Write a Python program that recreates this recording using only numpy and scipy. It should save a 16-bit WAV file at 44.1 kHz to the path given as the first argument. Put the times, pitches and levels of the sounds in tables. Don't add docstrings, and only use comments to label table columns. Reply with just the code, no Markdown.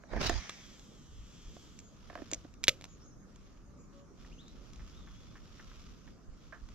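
import sys
import numpy as np
from scipy import signal
from scipy.fft import rfft, irfft, next_fast_len
from scipy.io import wavfile
from scipy.ndimage import uniform_filter1d, map_coordinates

SR = 44100
rng = np.random.default_rng(int(sys.argv[2]) if len(sys.argv) > 2 else 0)


def dump_mix(stems):
    frames = np.atleast_2d(stems).T
    limited = np.clip(frames, -1, 1)
    pcm = np.round(limited * 32767).astype(np.int16)
    wavfile.write(sys.argv[1], SR, pcm)


N = 297507


# (frequency [Hz], density [dB per Hz])
BUFFET = [(12, -14), (35, 1.5), (65, -3.5), (130, -19.5), (250, -34.5), (700, -91.5)]
# (middle [s], length [s], level [dB], lean to the right [dB])
PUFFS = [(0.166, 0.12, -39.5, 13), (.325, 0.19, -37.5, 8.5), (1.189, 0.23, -47.5, -0.5),
         (1.49, 0.083, -46.5, 4), (6.296, 0.079, -46.5, 3), (6.64, 0.073, -46.5, 7.5)]
# (frequency [Hz], density [dB per Hz])
SHORE = [(50, -30), (100, -4), (200, -3), (560, -18), (880, -25.5), (1250, -20.5), (2300, -44.5),
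         (5000, -79.5)]
STILL_AIR_DB, ARM_DRAUGHT_DB = -59, 11

# (time [s], swish level [dB], line hiss level [dB])
SWING = [(.09, -63, -70), (.125, -42.5, -58.5), (.19, -41.5, -56.5), (.212, -34, -39), (.262, -34.5, -34.5),
         (.278, -51, -35.5), (.29, -55, -41), (.315, -41, -46), (.38, -53.5, -50.5)]
# (frequency [Hz], density [dB per Hz])
SWISH = [(80, -10), (250, -7.5), (450, -14.5), (680, -10), (1200, -19), (2200, -20), (5000, -74)]
# (frequency [Hz], density [dB per Hz])
LINE = [(600, -14), (1200, -7.5), (4000, -6.5), (6200, -5.5), (8400, -27), (16000, -36)]

# (time [s], nominal peak [dB], upper ring tilt [dB], rattle t60 [s])
KNOCKS = [(.037, -43, -2.5, 0.018), (.134, -26, -4.5, 0.038), (.164, -26.5, -14, 0.05),
          (.296, -16.5, -5.5, 0.018), (1.566, -41.5, -9, 0.013), (2.099, -36, -5.5, 0.069),
          (2.129, -41, -6, 0.056), (2.154, -28.5, -5.5, 0.032), (2.176, -36, -7, 0.046),
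          (2.187, -35.5, -10, 0.09), (2.219, -30, -14.5, .03), (2.323, -29, -11, 0.12),
          (2.448, -35, -15.5, 0.022), (6.524, -33, 5.5, 0.16)]
# (centre [Hz], width [Hz], level [dB])
GRIP = [(293, 115, -7), (588, 93, -1.5), (702, 55, 0), (1080, 240, -6.5), (1730, 256, -1.5),
        (3600, 2650, -22)]
KNOCK_TICK_DB = -19.5

# (time [s], nominal peak [dB], chatter t60 [s])
HANDLE_PLAY = [(0.114, -42, 0.055), (0.496, -33, 0.032), (4.248, -45.5, 0.087), (4.795, -43.5, 0.1),
               (5.074, -44, 0.065), (5.354, -40, 0.16), (5.596, -38.5, 0.06), (5.714, -45.5, .08),
               (6.077, -45.5, 0.06)]
# (frequency [Hz], density [dB per Hz])
HANDLE = [(400, -20), (1100, -3), (1450, -6.5), (1800, 0.5), (2400, -13), (7000, -37)]

# (time [s], nominal peak [dB], body control [dB], treble control [dB], bounce level re contact [dB])
CLICKS = [(0.2954, -18.5, -7, -10, -23), (0.495, -25, 1, -16, -13), (1.79, -35.5, -10, 9, -9),
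          (2.315, -26, 0, 5, -22), (2.3337, -17, -15, 8.5, -8), (2.6398, -14.5, -17.5, -8, -25.5),
          (2.6815, -2.5, -22.5, -25, -6.5), (2.6846, -11, -18.5, 0.5, -22), (2.8115, -37.5, 6, -16, -5),
          (2.842, -31.5, 4.5, -14, -8.5), (6.6887, -45, 10, -14.5, -23)]
# (time [s], nominal peak [dB], treble control [dB])
SINGLE_CONTACTS = [(0.795, -44, -9), (2.540, -47, -4), (2.6341, -38, -14), (2.671, -30, -35),
                   (2.6903, -18.5, -32), (3.36, -47, 3), (4.4812, -46, 8), (4.7337, -44, -6),
                   (4.76, -45, -7)]
# (frequency [Hz], mean level [dB], t60 [s])
FRAME = [(2374, -10.5, 0.014), (2740, -5, 0.009), (3450, -5, 0.013), (3885, -3.5, 0.01),
         (5330, -16.5, 0.011), (6960, -17.5, 0.0077), (7370, -22, 0.022)]
# (frequency [Hz], density [dB per Hz])
RATTLE = [(200, -15), (1200, -13.5), (2500, 1), (7200, 0), (8500, -13), (12000, -6), (15500, -31.5)]
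# (frequency [Hz], level [dB], t60 [s])
JOLT = [(126, -35.5, 0.08), (511, -20, 0.01), (535, -38.5, 0.16), (1290, -46, .13), (11850, -55, .09)]
JOLT_AT_S, BOUNCE_S = 2.6842, 0.0108

# (time [s], level [dB])
SPOOL = [(.31, -50.5), (.45, -50.5), (.61, -58), (.9, -64.5), (1.1, -66.5), (1.33, -62.5), (1.66, -61.5),
         (1.8, -67.5), (1.99, -76)]
# (time [s], speed [turns per s])
SPOOL_SPEED = [(.32, 326), (.45, 283), (.56, 234), (.8, 163), (1, 118), (1.3, 87), (1.87, 50)]
# (centre [Hz], width [Hz], lift [dB])
SIDE_PLATE = [(1200, 110, 6), (3280, 380, 7.5), (6850, 300, -4)]
# (frequency [Hz], density [dB per Hz])
RUSHING_LINE = [(750, -11), (1200, -5), (2250, 5.5), (2900, -2), (3550, -2.5), (4200, -8.5), (6000, 2.5),
                (8400, -25), (16000, -40)]
# (frequency [Hz], density [dB per Hz])
WHIR = [(500, -21), (1150, -10.5), (3400, -4), (4400, -6.5), (6000, -0.5), (7450, -2), (8600, -25),
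        (13300, -17), (16000, -89)]
# (start [s], end [s])
RUSH_ENDS = (.5, .78)
# (time [s], power share [0-1])
WHINE_SHARE = [(.65, .3), (.95, .5), (1.4, .55), (1.85, .15)]

# (time [s], start [Hz], level [dB])
WHISTLES = [(1.831, 6740, -68.5), (2.88, 6760, -68.5), (3.029, 6630, -67), (3.17, 6590, -74),
            (3.765, 7070, -71), (4.32, 6380, -74)]
WHISTLE_S, SAG_HZ_PER_S = 0.079, 1760
# (time [s], length [s], start [Hz], rise [Hz], level [dB])
CHIRPS = [(3.004, 0.039, 5170, 600, -68), (3.108, .035, 5250, 650, -71), (4.31, .034, 2063, 1094, -65),
          (4.377, .05, 2580, 1580, -61.5), (4.458, 0.039, 3450, 720, -64)]
# (time [s], length [s], frequency [Hz], level [dB])
CALLS_HELD = [(3.656, 0.19, 578, -72), (3.922, 0.12, 561, -64.5)]
# (time [s], frequency [Hz], level [dB])
WAVER = [(4.93, 3280, -70), (4.978, 3770, -65.5), (5.04, 3430, -72), (5.15, 3365, -71), (5.33, 3500, -73)]
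GLIDE_BEND, OVERTONE_DB = 1.5, -11

# (middle [s], length [s], rub level [dB])
NUDGES = [(2.22, 0.65, -63.5), (2.85, 0.56, -70), (3.45, 0.43, -71.5), (3.97, 0.12, -70.5)]
# (time [s], gear and line rub level [dB])
CRANK = [(4.2, -65), (4.38, -71.5), (4.77, -65), (5.5, -67), (5.68, -61.5), (6.11, -69.5), (6.17, -81.5),
         (6.3, -83), (6.37, -71.5), (6.75, -68.5)]
# (frequency [Hz], density [dB per Hz])
GEARS = [(700, -21.5), (1200, 2.5), (1750, -6.5), (3300, -1.5), (4300, -6), (5700, -2.5), (7400, -12),
         (8300, -28.5), (12200, -20.5), (16000, -50.5)]
PUSH_AT_S, PUSH_EVERY_S, PUSH_DB = 4.6, 0.3106, 1.5
CRACKLE_PER_S, CRACKLE_DB = 480, -5.5

# (frequency [Hz], coherence [0-1])
ALIKE = [(30, 0.4), (200, 0.55), (1200, 0.47), (7000, 0.13)]
# (frequency [Hz], level [dB])
PORT_BALANCE = [(30, 1.5), (125, 0.5), (1000, 2.5), (4000, -0.5), (8000, 1)]
PORT_LAG_S = 5e-5
TOP_HZ = 15600


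def amp(db):
    return 10 ** (np.asarray(db) / 20)


def unit(x):
    return x / np.sqrt(np.mean(x ** 2) + 1e-20)


def along(points, hz):
    f, v = np.transpose(points)
    return np.interp(np.log(hz + 1), np.log(f + 1), v)


def gains(rows, fade=0.014):
    s, *columns = np.transpose(rows)
    t = np.arange(N) / SR
    outside = np.maximum(0, np.maximum(s[0] - t, t - s[-1]))
    return [amp(np.interp(t, s, column)) * np.exp(-outside / fade) for column in columns]


def swells(rows):
    t = np.arange(N) / SR
    return sum(amp(db) * np.maximum(0, 1 - (2 * (t - s) / length) ** 2) for s, length, db in rows)


def wobble(rate, size=N):
    knots = rng.standard_normal(int(size * rate / SR) + 4)
    return map_coordinates(knots, [np.arange(size) * rate / SR])


def filtered(x, response):
    n = x.shape[-1]
    padded = next_fast_len(n + 8192, True)
    return irfft(rfft(x, padded) * response(np.fft.rfftfreq(padded, 1 / SR)), padded)[..., :n]


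def coloured(x, db_of_hz, size=2048):
    cepstrum = irfft(np.log(amp(db_of_hz(np.fft.rfftfreq(size, 1 / SR)))))
    cepstrum[1:size // 2] *= 2
    cepstrum[size // 2 + 1:] = 0
    impulse_response = irfft(np.exp(rfft(cepstrum)))
    return signal.fftconvolve(x, impulse_response)[:len(x)]


def add(track, s, sound):
    part = track[..., round(s * SR):][..., :sound.shape[-1]]
    part += sound[..., :part.shape[-1]]


def placed(x, right_db):
    return x * amp([[-right_db / 2], [right_db / 2]])


def rush(spectrum, patchy_db):
    z = signal.stft(rng.standard_normal((2, N)), nperseg=512)[2]
    field = rng.standard_normal(z.shape[1:])
    field = uniform_filter1d(uniform_filter1d(field, size=5, axis=0), size=10, axis=1)
    pair = signal.istft(z * amp(patchy_db * unit(field)), nperseg=512)[1][:, :N]

    def mid_and_side(hz):
        turn = np.arccos(np.clip(along(ALIKE, hz), -1, 1)) / 2
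        return amp(along(spectrum, hz)) * [np.cos(turn), np.sin(turn)]

    mid, side = filtered(pair, mid_and_side)
    return unit(np.array([mid + side, mid - side]))


def winding():
    t = np.arange(N) / SR
    surge = amp(PUSH_DB * np.cos(2 * np.pi * (t - PUSH_AT_S) / PUSH_EVERY_S))
    return swells(NUDGES) + gains(CRANK, fade=0.03)[0] * surge


def air():
    puffs = sum(placed(swells([(s, length, db)]), right_db) for s, length, db, right_db in PUFFS)
    arm = amp(ARM_DRAUGHT_DB) * winding()
    draught = np.sqrt(amp(STILL_AIR_DB) ** 2 + puffs ** 2 + arm ** 2)
    lumps = unit(amp(1.2 * np.array([wobble(13), wobble(16)])))
    buffet = lumps * rush(BUFFET, patchy_db=1.5)
    swell = amp(.6 * wobble(3))
    rumble = swell * rush(SHORE, patchy_db=1.66) * amp(-58.0)
    # (frequency [Hz], density [dB per Hz])
    hiss_spectrum = [(300, -16.0), (1300, 2.5), (3500, -8.5), (6500, 0.0),
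                     (8800, -20.5), (13000, -19.0), (15500, -39.0)]
    hiss = amp(-72.0) * rush(hiss_spectrum, patchy_db=3.0)
    return draught * buffet + rumble + hiss


def swing():
    swish, hiss = gains(SWING, fade=0.092)
    flutter = amp(2.2 * wobble(170))
    rod = swish * unit(flutter * rush(SWISH, patchy_db=3.0))
    line = hiss * unit(flutter * rush(LINE, patchy_db=3.5))
    return placed(rod, right_db=3.0) + placed(line, right_db=0.5)


def knocks():
    track, t = np.zeros((2, N)), np.arange(SR // 6) / SR

    def body(f):
        return sum((-1) ** k * amp(db) * 1j * f * width / (centre * centre - f * f + 1j * f * width)
                   for k, (centre, width, db) in enumerate(GRIP))

    for s, db, bright_db, t60 in KNOCKS:
        noise = rng.standard_normal(len(t)) + .5 * rng.standard_normal((2, len(t)))
        blow = 0.19 * amp(-60 * t / max(t60, .005)) * noise
        blow[:, 0] += 1.5
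        tilt = [(250, -bright_db), (700, 1.5), (1600, bright_db), (3000, -6.5)]
        ring = np.array([coloured(port, lambda hz: along(tilt, hz)) for port in filtered(blow, body)])
        add(track, s, amp(db - 24.5) * unit(ring))
        tick = coloured(amp(-60 * t / 0.014) * rng.standard_normal(len(t)), lambda hz: along(GEARS, hz))
        add(track, s, amp(db + KNOCK_TICK_DB) * tick)
    return placed(track, right_db=3.5)


def handle():
    track, t = np.zeros(N), np.arange(SR // 6) / SR
    for s, db, t60 in HANDLE_PLAY:
        decay = 0.13 * amp(-60 * t / t60)
        chatter = decay * rng.standard_normal(len(t)) * amp(4 * wobble(400, size=len(t)))
        chatter[0] += 1
        add(track, s, amp(db - 26.5) * unit(coloured(chatter, lambda hz: along(HANDLE, hz))))
    return track


def contacts():
    blows = []
    for s, db, body_db, treble_db, bounce_db in CLICKS:
        blows.append((s, db, body_db, treble_db))
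        blows.append((s + BOUNCE_S, db + bounce_db, body_db, treble_db))
    return blows + [(s, db, -15, treble_db) for s, db, treble_db in SINGLE_CONTACTS]


def jolt():
    t = np.arange(SR // 6) / SR
    onset = 1 - np.exp(-t / BOUNCE_S)
    ring = np.zeros(len(t))
    for hz, level, t60 in JOLT:
        phase = 2 * np.pi * hz * t + onset * wobble(hz / 4, size=len(t))
        ring += amp(level - 60 * t / t60) * np.sin(phase)
    return ring


def clicks():
    track, t = np.zeros((2, N)), np.arange(SR // 6) / SR
    shake = amp(-60 * t / .014) + amp(-34 - 60 * t / .19)
    for s, db, body_db, treble_db in contacts():
        ring = sum(amp(level + rng.normal(0, 1) - 60 * t / t60) * np.sin(2 * np.pi * hz * t)
                   for hz, level, t60 in FRAME)
        tilt = [(900, 0.74 * (body_db + 8.5)), (2200, 3.0), (4000, 1.0),
                (6500, 0.67 * (treble_db + 21.5)), (10000, -2)]
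        noise = rng.standard_normal(len(t)) + 0.33 * rng.standard_normal((2, len(t)))
        rattles = [coloured(shake * port, lambda hz: along(RATTLE, hz)) for port in noise]
        ports = [coloured(.75 * ring + .8 * rattle, lambda hz: along(tilt, hz)) for rattle in rattles]
        add(track, s, amp(db - 28.0) * unit(np.array(ports)))
    add(track, JOLT_AT_S, jolt())
    return placed(track, right_db=1.5)


def spool_comb(size, count=90):
    speed = np.interp(np.arange(size) / SR, *np.transpose(SPOOL_SPEED))
    angle = 2 * np.pi * np.cumsum(speed * (1 + .0007 * wobble(60, size=size))) / SR
    comb = np.zeros(N)
    step = 100
    for k in range(3, count):
        strength = amp(7.5 * np.tanh(wobble(5 * step, size=size // step))).repeat(step)
        partial = np.sin(k * angle + rng.uniform(0, 2 * np.pi)) * np.sqrt(speed)
        comb[:size] += strength * (k * speed < TOP_HZ) * partial
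    return comb


def spool():
    size, t = 2 * SR, np.arange(N) / SR
    comb = spool_comb(size)

    def lift(hz):
        return sum(db * np.exp(-((hz - centre) / width) ** 2) for centre, width, db in SIDE_PLATE)

    slowed = np.interp(t, RUSH_ENDS, (0, 1))
    share = np.interp(t, *np.transpose(WHINE_SHARE))
    whir = np.zeros((2, N))
    for colour, weight in [(RUSHING_LINE, 1 - slowed), (WHIR, slowed)]:
        whine = unit(filtered(comb, lambda hz: amp(along(colour, hz) + lift(hz))))
        whine *= np.sqrt(size / N)
        noise = filtered(rush(colour, patchy_db=1), lambda hz: amp(lift(hz) / 2))
        hiss = unit(amp(wobble(300)) * noise)
        whir += np.sqrt(weight) * (np.sqrt(share) * whine + np.sqrt(1 - share) * hiss)
    return gains(SPOOL)[0] * whir


def bird_voice(pitch):
    phase = 2 * np.pi * np.cumsum(pitch * (1 + .02 * wobble(500, size=len(pitch)))) / SR
    return np.sin(phase) + amp(OVERTONE_DB) * (pitch < 3700) * np.sin(2 * phase)


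def birds():
    notes = [(s, WHISTLE_S, hz, -SAG_HZ_PER_S * WHISTLE_S, db) for s, hz, db in WHISTLES]
    notes += list(CHIRPS)
    notes += [(s, length, hz, 0, db) for s, length, hz, db in CALLS_HELD]

    times, waver_hz, waver_db = np.transpose(WAVER)
    waver_pitch = np.interp(np.arange(N) / SR, times, waver_hz)
    track = gains(np.transpose([times, waver_db]))[0] * bird_voice(waver_pitch)
    for s, length, start_hz, glide_hz, db in notes:
        u = np.linspace(0, 1, int(length * SR))
        pitch = start_hz + glide_hz * (1 - (1 - u) ** GLIDE_BEND)
        envelope = np.sqrt(2 * np.abs(np.sin(np.pi * u)))
        add(track, s, amp(db) * envelope * bird_voice(pitch))
    t = np.arange(SR // 2) / SR
    tail = rng.standard_normal((2, len(t))) * amp(-60 * t / 0.3)
    tail /= np.linalg.norm(tail[0])
    return track + amp(-1.5) * signal.fftconvolve(track[None], tail, axes=1)[:, :N]


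def crank():
    rub = unit(amp(2 * wobble(260)) * rush(GEARS, patchy_db=.8))
    struck = rng.random(N) < CRACKLE_PER_S / SR
    grains = struck * amp(5 * np.minimum(rng.exponential(size=N), 2.5))
    grains = grains * rng.normal(1, .6, (2, N))
    crackle = unit(filtered(grains, lambda hz: amp(along(GEARS, hz)) * (hz > 500)))
    return winding() * (rub + amp(CRACKLE_DB) * crackle)


def scene():
    ports = air() + swing() + knocks() + handle() + clicks() + spool() + birds() + crank()

    def lag_and_lean(hz):
        lean = amp(along(PORT_BALANCE, hz) / 2)
        return np.array([np.exp(-2j * np.pi * hz * PORT_LAG_S) / lean, lean])

    return filtered(ports, lag_and_lean)


def record(dry):
    return filtered(np.clip(dry, -1, 1), lambda hz: 1 / np.sqrt(1 + (hz / TOP_HZ) ** 120))


dry = scene()
out = record(dry)
dump_mix(out)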